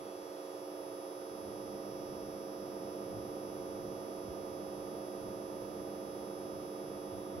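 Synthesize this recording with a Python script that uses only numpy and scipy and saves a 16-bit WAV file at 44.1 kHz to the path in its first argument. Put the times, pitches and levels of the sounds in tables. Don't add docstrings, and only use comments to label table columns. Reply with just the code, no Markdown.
import sys
import numpy as np
from scipy import signal
from scipy.fft import rfft, irfft
from scipy.io import wavfile

SR = 44100
rng = np.random.default_rng(int(sys.argv[2]) if len(sys.argv) > 2 else 0)


def to_wav(sig):
    pcm = np.clip(np.atleast_2d(sig), -1, 1) * 32767
    pcm = np.round(pcm).astype(np.int16)
    wavfile.write(sys.argv[1], SR, pcm.T)


N = 326340
TIME = np.arange(N) / SR


def gain_of(db):
    return 10 ** (np.asarray(db) / 20)


def evened(x):
    return x / np.sqrt(np.mean(x ** 2) + 1e-20)


def curves(rows):
    t, *columns = np.transpose(rows)
    return np.array([np.interp(TIME, t, column) for column in columns])


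def spectra(rows, hz):
    f, *columns = np.transpose(rows)
    return np.array([np.interp(np.log(hz + 1), np.log(f + 1), column) for column in columns])


def drift(rate_hz, count=1500):
    t = np.linspace(0, N / SR, count)
    lowpass = np.exp(-(np.fft.rfftfreq(count, t[1]) / rate_hz) ** 2)
    wander = irfft(rfft(rng.standard_normal(count)) * lowpass, count)
    return np.interp(TIME, t, evened(wander))


def shelf(x, corner_hz, gain_db, order):
    weight = 1 / (1 + (np.fft.rfftfreq(N, 1 / SR) / corner_hz) ** order)
    low = irfft(rfft(x) * weight, N)
    return x + low * (gain_of(gain_db) - 1)


def tone(hz, left_db, right_db, lead, phase):
    angle = 2 * np.pi * hz * TIME + phase
    left = gain_of(left_db) * np.sin(angle - lead / 2)
    right = gain_of(right_db) * np.sin(angle + lead / 2)
    return np.sqrt(2) * np.array([left, right])


MAINS_HZ = 60
# f/mains frequency, left level/dB, right level/dB, lead of the right port/rad
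HUM_LINES = [(4, -71.5, -66, 1), (5, -52.5, -49.0, 0.29), (6, -52.5, -48.5, 0.34), (8, -68, -58, 1.4),
             (9, -53, -47.5, 0.34), (10, -68, -61, -2.5), (11, -64.5, -54.5, -0.3), (12, -81, -65.5, -2.5),
             (16, -70, -67, 1), (20, -72.5, -59.5, -3)]
# t/s, gain of the hum/dB
GRILLE_NEARNESS = [(0, -3), (.45, -2.4), (.8, -1), (1.25, -1.5), (1.7, -0.5), (2.3, -0.9), (3, 0.36),
                   (4.4, 0.3), (6.2, 0), (7.4, -0.4)]


def hum(level_db=0):
    lines = sum(tone(round(k) * MAINS_HZ, *ports, 2 * np.pi * rng.random())
                for k, *ports in HUM_LINES)
    return lines * gain_of(level_db + curves(GRILLE_NEARNESS))


# f/Hz, left level/dB, right level/dB, lead of the right port/rad
ROTOR_TONES = [(195.1, -63.3, -61.8, 0.2), (203, -57.2, -59.6, 0.0), (319, -67.5, -69.0, 0.7),
               (335.1, -64.7, -61.5, 0.2), (347.9, -70.8, -66.6, 0.1), (376.8, -61.4, -57.5, 0.1),
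               (390.3, -65.0, -61.4, 0.2), (405.8, -68.7, -67.1, -0.1), (448.9, -60.4, -51.5, 0.4),
               (463.6, -67.8, -59.7, 0.5), (580, -67.7, -82.7, 2.8), (609, -65.3, -65.2, -0.5),
               (753.7, -74.9, -67.2, -0.3), (786, -82.4, -63.0, -1.0), (811.5, -82.8, -66.5, -0.9),
               (870, -82.9, -71.1, -0.8), (898.1, -66.1, -59.2, -2.8), (927.9, -81.4, -71.5, 0.7),
               (1004.7, -80.9, -65.9, -0.1), (1115.7, -78.6, -70.7, -3.0), (1178.9, -94.0, -71.6, -2.9),
               (1226, -82.1, -63.5, 1.5), (1246.9, -79.7, -73.0, -2.6), (1275.8, -71.0, -63.6, 2.9),
               (1337.1, -76.8, -68.7, -2.7), (1448.8, -81.3, -75.8, -2.8), (1571.9, -85.2, -77.8, -2.6),
               (1783.2, -92.5, -82.1, -2.4), (2261.7, -82.3, -83.6, 0.1), (2582, -93.0, -82.6, 0.0)]


def fans(level_db=0, wander_rad=0.49, near_share=0.66):
    lines = sum(tone(*row, 2 * np.pi * rng.random() + wander_rad * drift(0.61))
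                for row in ROTOR_TONES)
    return lines * gain_of(level_db + near_share * curves(GRILLE_NEARNESS))


PULSE_HZ = 240
COMB_SHIFT_HZ = 202.7
DISPERSION = 1.22
APPROACH_S = 0.53
LEAVE_S = 7.84
# f/pulse rate, left level/dB, right level/dB, lead of the right port/rad
COIL_LINES = [(8, -89.3, -75.9, -1.0), (10, -94.5, -85.6, 1.7), (11, -80.6, -72.8, 1.0),
              (12, -87.4, -71.7, 2.1), (13, -85.6, -79.6, 1.0), (14, -70.3, -72.7, -0.1),
              (15, -90.9, -73.5, 2.0), (16, -78.2, -75.1, -0.8), (17, -88.4, -85.4, -1.4),
              (18, -86.9, -76.6, -0.0), (19, -89.7, -77.5, -0.3), (20, -70.8, -78.9, -0.8),
              (21, -73.7, -69.3, 2.3), (22, -76.9, -65.8, 2.0), (23, -84.6, -84.3, 0.1),
              (24, -74.6, -69.2, 1.3), (25, -88.0, -69.8, 2.8), (26, -97.9, -87.1, 2.3),
              (27, -96.8, -77.8, 1.3), (28, -88.1, -79.2, 2.1), (32, -92.4, -87.6, 0.8),
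              (35, -88.6, -90.3, 1.9), (36, -87.0, -97.1, -2.5), (39, -73.6, -84.4, 1.8),
              (40, -83.4, -93.3, -0.7), (41, -64.9, -78.7, -1.5), (42, -74.1, -84.7, 2.4),
              (43, -71.7, -80.3, 3.1), (44, -71.1, -81.1, -2.5), (45, -68.2, -69.8, 1.0),
              (46, -74.1, -82.1, -1.4), (47, -67.9, -73.5, -0.9), (48, -77.9, -85.1, -0.1),
              (49, -74.1, -85.5, 1.6), (50, -80.1, -87.5, -1.9), (51, -77.7, -92.1, -1.4),
              (52, -84.3, -88.0, -0.5), (53, -83.5, -78.1, 2.3), (55, -78.6, -77.4, 1.9),
              (57, -88.1, -91.5, -1.8), (58, -95.3, -88.8, -2.7), (59, -88.0, -89.2, 1.3),
              (61, -92.9, -88.9, 1.8)]
# f/pulse rate, left level/dB, right level/dB, lead of the right port/rad
SHIFTED_LINES = [(39, -82.2, -109.7, 1.3), (43, -83.8, -96.6, 2.1), (44, -78.3, -93.6, -0.0),
                 (45, -73.8, -88.7, 0.3), (52, -86.8, -97.8, 1.3)]
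# t/s, position from -1 to 1
CAMERA_POSITION = [(0.0, -0.58), (0.28, 0.78), (0.45, -0.026), (0.62, 0.68), (0.85, -0.42), (1.35, -0.45),
                   (1.9, 1.0), (2.6, 0.76), (3.4, 0.25), (4.2, 0.16), (5.1, -0.23), (6.8, -0.27),
                   (7.4, 0.034)]
# f/pulse rate, level when far off/dB, level slope/dB per unit of position
STANDING_WAVES = [(14, 1.9, -0.7), (21, 0.4, 1.6), (22, -10.1, 1.0), (24, 2.5, 3.2), (25, -14.8, -1.0),
                  (39, -2.0, 1.7), (41, -4.1, -1.6), (43, 1.8, -1.7), (44, 2.5, -7.6), (45, -4.1, -2.1),
                  (49, 1.7, 3.1), (55, -11.5, 2.2)]


def whine(level_db=0, ripple_db=0.5, tremor_db=0.69, far_db=-2.5, swirl_db=3.5,
          scatter_rad=0.59, shake_s=8e-6):
    lines = [(k * PULSE_HZ, *ports) for k, *ports in COIL_LINES]
    lines += [(k * PULSE_HZ + COMB_SHIFT_HZ, *ports) for k, *ports in SHIFTED_LINES]
    far = sum(np.exp(-((TIME - t) / APPROACH_S) ** 2) for t in (0, LEAVE_S))
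    position = curves(CAMERA_POSITION)[0]
    strong = {round(k) * PULSE_HZ: off_db * far + slope_db * position
              for k, off_db, slope_db in STANDING_WAVES}
    delay_s = shake_s * drift(2.6)
    out = np.zeros((2, N))
    for hz, *ports in lines:
        phase = DISPERSION * (hz / PULSE_HZ) ** 2 + scatter_rad * rng.standard_normal()
        sway_db = strong.get(hz, far * (far_db + swirl_db * drift(2.8)))
        sway = evened(gain_of(sway_db))
        port_db = ripple_db * np.array([drift(0.95), drift(0.62)])
        flicker = gain_of(port_db + tremor_db * drift(33))
        out += tone(hz, *ports, phase - 2 * np.pi * hz * delay_s) * sway * flicker
    return gain_of(level_db) * out


# f/Hz, left level/dB per Hz, right level/dB per Hz
AIR_SPECTRUM = [(20, -109, -94), (60, -85, -88.5), (117, -80.5, -79.5), (290, -78, -82.5), (416, -77, -76),
                (614, -81, -77.5), (1295, -94.5, -87), (1604, -96, -95.5), (2540, -104.4, -99.6),
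                (3770, -111.2, -107.6), (6750, -117.6, -110.5), (8850, -121.5, -122.6),
                (10600, -111.9, -114.3), (15100, -111.8, -110.6)]
# f/Hz, likeness from 0 to 1, lead of the right port/rad
PORT_LIKENESS = [(40.0, 0.52, -0.08), (200.0, 0.85, 0.12), (420.0, 0.94, 0.09), (620.0, 0.88, -0.31),
                 (800.0, 0.68, -0.88), (1000.0, 0.54, -2.14), (1300.0, 0.23, -3.31), (1800.0, 0.08, -2.05)]


def air(level_db=1.25, body_hz=650, near_share=1.0, diffuse_hz=2500, eddy_hz=160, eddy_db=2.5):
    hz = np.fft.rfftfreq(N, 1 / SR)
    likeness, lead = spectra(PORT_LIKENESS, hz)
    likeness = np.clip(likeness, 0, 1) / (1 + (hz / diffuse_hz) ** 4)
    shared, own = rfft(rng.standard_normal((2, N))) * np.sqrt(SR / 2)
    right = likeness * shared * np.exp(1j * lead) + np.sqrt(1 - likeness ** 2) * own
    ports = np.array([shared, right])
    rush = irfft(ports * gain_of(spectra(AIR_SPECTRUM, hz) + level_db), N)
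    rush = shelf(rush, body_hz, near_share * curves(GRILLE_NEARNESS), order=4)
    return shelf(rush, eddy_hz, eddy_db * drift(3.9), order=4)


# t of the peak/s, length/s, left level at the peak/dB
PUFF_SWELLS = [(3.168, 0.084, -47), (4.3, 0.079, -46.5), (7.154, 0.15, -53), (7.387, 0.12, -49)]


def puffs(low_hz=60, high_hz=115, right_db=-4, own_share=0.64):
    band = signal.butter(2, [low_hz, high_hz], "band", fs=SR, output="sos")
    shared = rng.standard_normal(N)
    own = own_share * rng.standard_normal((2, N))
    noise = signal.sosfilt(band, shared + own)
    eddies = evened(signal.sosfilt(band, np.sign(noise)))
    swell = sum(gain_of(db) * np.exp(-2 * (2 * (TIME - t) / length) ** 2)
                for t, length, db in PUFF_SWELLS)
    return eddies * swell * gain_of([[0], [right_db]])


# t/s, level/dB
HISS_LEVEL = [(0, -71), (.55, -68), (.7, -76), (1.2, -100)]


def hiss(low_hz=1800, high_hz=7200):
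    band = signal.butter(4, [low_hz, high_hz], "band", fs=SR, output="sos")
    noise = evened(signal.sosfilt(band, rng.standard_normal((2, N))))
    return noise * gain_of(curves(HISS_LEVEL))


def scene():
    return hum() + fans() + whine() + air() + puffs() + hiss()


EDGE_HZ = 15750
# t/s, gain/dB
BASS_FULLNESS = [(0, -2), (.2, -8.5), (1.2, -10), (1.45, -1.5), (1.75, 0), (3, -1), (4.5, -0.5), (6, .5),
                 (6.7, -1), (7.4, 0.5)]


def record(dry, bass_hz=290):
    filled = shelf(dry, bass_hz, curves(BASS_FULLNESS), order=20)
    lowpass = signal.firwin(2047, EDGE_HZ, window=("kaiser", 9), fs=SR)
    return signal.oaconvolve(filled, lowpass[None], "same", axes=1)


dry = scene()
out = record(dry)
to_wav(out)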